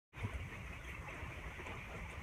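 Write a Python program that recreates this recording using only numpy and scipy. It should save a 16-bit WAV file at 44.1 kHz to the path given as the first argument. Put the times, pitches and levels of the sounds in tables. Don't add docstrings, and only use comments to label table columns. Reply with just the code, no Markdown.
import sys
import numpy as np
from scipy import signal
from scipy.fft import rfft, irfft, next_fast_len
from scipy.io import wavfile
from scipy.ndimage import uniform_filter1d, map_coordinates

SR = 44100
rng = np.random.default_rng(int(sys.argv[2]) if len(sys.argv) > 2 else 0)


def bounce(signal):
    frames = np.transpose(np.atleast_2d(signal))
    limited = np.clip(frames, -1, 1)
    pcm = np.round(limited * 32767).astype(np.int16)
    wavfile.write(sys.argv[1], SR, pcm)


def boost(x):
    u = np.asarray(x, float) / 20
    return 10 ** u


N = 98254
T = np.arange(N) / SR


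def unit(x):
    return x / np.sqrt(np.mean(x ** 2) + 1e-20)


def coloured(x, points):
    m = next_fast_len(N + 8192)
    hz, db = np.transpose(points)
    bins = np.fft.rfftfreq(m, 1 / SR)
    gain = boost(np.interp(np.log(bins + 1), np.log(hz + 1), db))
    return unit(irfft(rfft(x, m) * gain, m)[:N])


def wobble(rate):
    return map_coordinates(rng.standard_normal(2000), [np.clip(T * rate, 0, 1998)])


def patchy(patchy_db):
    z = signal.stft(rng.standard_normal(N + 512), nperseg=512)[2]
    field = uniform_filter1d(rng.standard_normal(z.shape), size=5, axis=0)
    field = uniform_filter1d(field, size=8, axis=1)
    return signal.istft(z * boost(patchy_db * unit(field)), nperseg=512)[1][:N]


def grains(count, hz, spread, cycles, scatter_db, rise):
    at, size = rng.random((2, count, 1))
    pitch = np.clip(hz * np.exp(spread * rng.standard_normal((count, 1))), 100, SR / 2.5)
    k = np.arange(1400)
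    u = k / SR * pitch / cycles
    level = boost(-scatter_db * np.log(size + 1e-4))
    tone = np.sin(2 * np.pi * cycles * u * (1 + rise * u))
    wave = level * u * np.exp(-3 * u) * tone
    place = (at * N).astype(int) + k
    return unit(np.bincount(place.ravel(), wave.ravel(), N + k.size)[:N])


def swell(s, length):
    return np.exp(-.5 * ((T - s) / (.5 * length)) ** 2)


def blip(s, hz, db, length, rise):
    t = T - s
    glide = 1 + .5 * rise * np.clip(t / length, -2, 2)
    return boost(db) * swell(s, length) * np.cos(2 * np.pi * hz * t * glide)


def eaves_runoff(strength_db):
    # frequency in Hz, power in dB per Hz.
    runoff_spectrum = [(880, -47), (1500, -6), (1640, -12.5), (1950, 2.5), (2300, 4), (2650, -3),
                       (3970, -23), (5000, -34), (6500, -29), (11000, -120)]
    bubble_db = -6
    froth = coloured(grains(count=700, hz=2927, spread=.35, cycles=151, scatter_db=1.5, rise=0.02),
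                     runoff_spectrum)
    splash = coloured(patchy(patchy_db=2.0), runoff_spectrum)
    return unit(splash + boost(bubble_db) * froth) * boost(strength_db + 0.78 * wobble(30.7))


def roof_patter(swing_db):
    # frequency in Hz, power in dB per Hz.
    roof_spectrum = [(110, -6), (190, -14), (209, -2.5), (460, -5.5), (633, -7), (743, -13), (1040, -2),
                     (1640, -13), (1800, -10), (2340, -52), (3960, -120)]
    # centre in seconds, level in dB, length in seconds.
    spills = [(0.246, -56, 0.06), (0.645, -62, 0.044), (0.94, -57, 0.032), (1.059, -55, 0.048),
              (1.135, -63, 0.052), (1.216, -58, 0.2), (1.47, -56.5, 0.025), (1.596, -51, 0.022),
              (1.687, -50, 0.018), (1.737, -53.5, 0.071), (1.915, -57.5, 0.059), (1.982, -55.5, 0.06)]
    roof_db, follows = -56, 0.42
    patter_db = -6.5
    patter = grains(count=1200, hz=807.6, spread=0.5554, cycles=19.0, scatter_db=2.5, rise=0.027)
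    sheet = unit(coloured(patchy(patchy_db=2.5), roof_spectrum) + boost(patter_db) * patter)
    drumming = boost(2 * (roof_db + follows * swing_db))
    drumming = drumming + sum(boost(2 * db) * swell(s, length) ** 2 for s, db, length in spills)
    return sheet * np.sqrt(drumming)


def far_hiss(swing_db):
    # frequency in Hz, power in dB per Hz.
    hiss_spectrum = [(2500, -33), (4300, -7.5), (4900, -8), (6200, 2), (7000, -4.5), (9600, -6),
                     (10400, -10), (11900, -8.5), (15700, -17)]
    hiss_db, follows, flicker_db = -71, .25, .6
    tick_db = -23
    ticks = coloured(grains(count=1500, hz=9500, spread=0.84, cycles=13.0, scatter_db=3, rise=0.018),
                     hiss_spectrum)
    haze = unit(coloured(patchy(patchy_db=1.0), hiss_spectrum) + boost(tick_db) * ticks)
    return haze * boost(hiss_db + follows * swing_db + flicker_db * wobble(25.27))


def rain():
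    # time in seconds, runoff strength in dB.
    rain_strength = [(0.2, -51), (0.24, -53), (0.5, -56.5), (0.54, -52), (0.62, -56.5), (0.72, -54),
                     (0.83, -58), (0.92, -53.5), (1.05, -57), (1.09, -53.5), (1.13, -54), (1.65, -54),
                     (1.67, -48.5), (1.77, -55.5), (1.97, -53), (2.07, -59.5), (2.1, -52), (2.22, -56.5)]
    s, db = np.transpose(rain_strength)
    strength_db = np.interp(T, s, db)
    swing_db = strength_db - strength_db.mean()
    return eaves_runoff(strength_db) + roof_patter(swing_db) + far_hiss(swing_db)


def rumble():
    # frequency in Hz, power in dB per Hz.
    rumble_spectrum = [(15, -41), (27, -21), (42, -3), (62, 1), (100, -5), (135, -8), (173, -9), (230, -23),
                       (400, -120)]
    # centre in seconds, pitch in Hz, level in dB.
    booms = [(0.181, 134.5, -47.5), (0.279, 100, -49), (0.359, 67.8, -38.5), (0.416, 73.5, -42),
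             (0.437, 86, -43), (0.46, 135.5, -47), (0.581, 92.5, -48), (0.6, 188, -52), (0.655, 61, -51),
             (0.699, 165.5, -55.5), (0.705, 73.4, -44), (0.867, 74.4, -52.5), (0.915, 73.5, -45.5),
             (0.939, 174, -55.5), (0.999, 73.5, -47), (1.235, 77, -43.5), (1.291, 118, -51),
             (1.381, 87, -56), (1.464, 64.6, -49), (1.634, 60.7, -47.5), (1.704, 182, -52.5),
             (1.714, 89, -48), (1.761, 64, -49.5), (1.786, 118, -49.5), (1.955, 170, -50.5),
             (1.97, 88, -53), (2.018, 53.7, -50), (2.032, 168, -52), (2.051, 86, -47), (2.108, 67, -49),
             (2.188, 89.5, -51), (2.215, 167, -51),
             (0.213, 60, -45.5), (0.321, 104.0, -56), (0.471, 108, -48), (0.545, 112.0, -54.5),
               (0.604, 118.0, -51.5), (0.654, 56, -56), (0.71, 70, -46), (0.779, 107, -52.5),
               (0.935, 168, -52), (1.024, 165, -56), (1.069, 138, -56), (1.125, 151.0, -62),
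               (1.17, 172.0, -64), (1.183, 127.0, -56), (1.277, 163, -53), (1.377, 78.5, -49),
               (1.447, 162, -59), (1.466, 118.0, -60.5), (1.479, 163.0, -56.5), (1.758, 191, -66),
               (1.923, 133, -60), (2.213, 140.0, -51.5)]
    bed_db, lumps_db, evenness = -53.5, 0.7, 0.67
    boom_s, boom_gain_db = 0.023, 2.5
    bed = coloured(rng.standard_normal(N), rumble_spectrum)
    local_power = np.abs(uniform_filter1d(bed ** 2, size=2500)) + 0.039
    bed = bed / local_power ** (evenness / 2)
    bed = unit(bed * boost(lumps_db * wobble(39))) * boost(bed_db)
    return bed + sum(blip(s, hz, db + boom_gain_db, boom_s, 0) for s, hz, db in booms)


def bubbles():
    # centre in seconds, pitch in Hz, level in dB.
    small_drips = [(0.19, 2320, -51), (0.545, 2130, -43), (0.878, 1830, -49), (0.884, 2276, -46.5),
                   (0.892, 1940, -51), (0.952, 2160, -51), (0.734, 2540, -48.5), (0.67, 2510, -53),
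                   (0.202, 3620, -58), (0.537, 1940, -46.5), (0.559, 2550, -46.5), (0.821, 3575, -69),
                   (0.858, 3187, -60), (0.896, 3150, -69), (0.914, 2760, -64), (0.95, 2640, -48),
                   (1.09, 2624, -44.5), (1.109, 3176, -55.5), (1.114, 2740, -48), (1.209, 3047, -69),
                   (1.246, 2750, -49.5), (1.67, 2630, -59), (1.678, 1940, -49), (1.685, 3500, -64),
                   (1.697, 2960, -59), (1.722, 2490, -47), (1.778, 3700, -65), (1.79, 3700, -65)]
    # centre in seconds, pitch in Hz,
    # level in dB.
    big_plops = [(0.3, 366, -51.5), (0.332, 657, -49), (0.524, 1840, -51), (0.811, 1475, -54),
                 (0.93, 1420, -53), (1.078, 837, -51.5), (1.106, 644, -52), (1.135, 355, -48.5),
                 (1.222, 632, -50), (1.261, 1760, -55), (1.508, 1410, -52), (1.602, 355, -45.5),
                 (1.67, 996, -49), (1.704, 885, -50.5), (1.711, 626, -51.5), (1.728, 814, -49),
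                 (1.924, 1420, -52.5), (1.933, 794, -55), (1.949, 640, -52), (2.145, 1185, -51),
                 (0.194, 1700.0, -59), (0.243, 647, -56), (0.25, 980, -50), (0.274, 400.0, -49),
                  (0.332, 1480, -56.0), (0.362, 1405, -55), (0.531, 437, -52), (0.569, 217.0, -51),
                  (0.756, 280, -56), (1.09, 537, -53.0), (1.153, 680, -53), (1.201, 925, -50),
                  (1.318, 336, -53), (1.444, 1100.0, -53), (1.477, 750, -59), (1.479, 1710, -54),
                  (1.691, 284, -47.5), (1.747, 675.0, -52.0), (1.765, 1380, -54), (1.877, 373, -56),
                  (1.897, 710, -53.5), (1.951, 460, -50.5), (1.954, 1370.0, -54), (1.993, 227, -48.5),
                  (1.998, 1290.0, -51), (2.061, 870, -56), (2.128, 1497, -57.0), (2.203, 820, -54)]
    rise, flutter_db = .012, 3
    drip_s, drip_gain_db = .012, -5
    plop_s, plop_gain_db = .015, -3
    plops = sum(blip(s, hz, db + plop_gain_db, plop_s, rise) for s, hz, db in big_plops)
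    drips = sum(blip(s, hz, db + drip_gain_db, drip_s, rise) for s, hz, db in small_drips)
    return plops * boost(flutter_db * wobble(90)) + drips * boost(flutter_db * wobble(160))


def sprays():
    # start in seconds, level in dB, centre in Hz, length in seconds, width in octaves.
    near_sprays = [(0.205, -72.5, 9100, .083, 0.24), (.214, -73, 11800, .003, .1),
                   (.218, -70, 9600, .012, .05), (0.241, -70, 9650, 0.014, .05),
                   (0.25, -68, 6100, .012, .05), (0.335, -62, 8150, 0.0078, .3),
                   (.336, -74, 9560, 0.031, 0.046), (0.793, -68.5, 3520, 0.058, 0.045),
                   (0.84, -70, 8500, .032, .39), (0.84, -70.5, 6300, .049, .05),
                   (.842, -69, 10000, .003, .08), (0.846, -66, 3250, .04, 0.068),
                   (0.868, -69, 6070, .016, 0.054), (0.878, -69, 9500, 0.044, 0.39),
                   (0.873, -67, 9800, 0.0027, .06), (.886, -71, 14200, .003, .08),
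                   (0.89, -69, 12000, .012, .05), (.899, -67, 12200, .005, .04),
                   (0.905, -66, 9800, .003, .1), (1.02, -70, 8800, .008, .15),
                   (1.098, -67, 7900, .0084, .06), (1.103, -68.5, 6000, .015, .04),
                   (1.139, -68, 8200, 0.012, 0.17), (1.664, -61.5, 7160, .009, 0.25),
                   (1.75, -68, 6560, .014, .2), (1.95, -71.5, 6900, 0.075, .3),
                   (1.979, -73, 8500, 0.014, .2), (2.083, -69.5, 6360, .03, .06),
                   (2.102, -61, 8700, .003, .08), (2.106, -61.5, 8300, 0.013, .22),
                   (2.108, -68, 3600, .03, .12)]
    rise_s, grain_db = 0.0012, 3
    out = np.zeros(N)
    step = np.arange(-4, 5)
    for s, db, hz, length, octaves in near_sprays:
        t = np.maximum(T - s, 0)
        band = np.c_[hz * 2. ** (step * octaves), -4.3 * step ** 2]
        puff = coloured(rng.standard_normal(N), band)
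        envelope = (1 - np.exp(-t / rise_s)) * np.exp(-t / length)
        out += boost(db + grain_db * wobble(350)) * puff * envelope
    return out


def knock():
    # pitch in Hz, level in dB, length in seconds, lag in seconds.
    plank = [
        (102.5, -33.5, 0.021, 0),
        (226, -39.5, 0.01, .0012),
        (460, -51, 0.0146, -.011),
        (700, -56, 0.015, -.006),
    ]
    knock_s = .249
    return sum(blip(knock_s + lag, hz, db, length, 0) for hz, db, length, lag in plank)


def scene():
    return (rain() + rumble() + bubbles() + sprays() + knock())[None]


def top_cut(x):
    return signal.sosfilt(signal.butter(12, 15680, fs=SR, output="sos"), x)


def record(dry):
    fade_start_s, fade_s, fade_curve = 0.1205, 0.065, 1.2
    fade = np.clip((T - fade_start_s) / fade_s, 0, 1) ** fade_curve
    return top_cut(dry * fade)


dry = scene()
out = record(dry)
bounce(out)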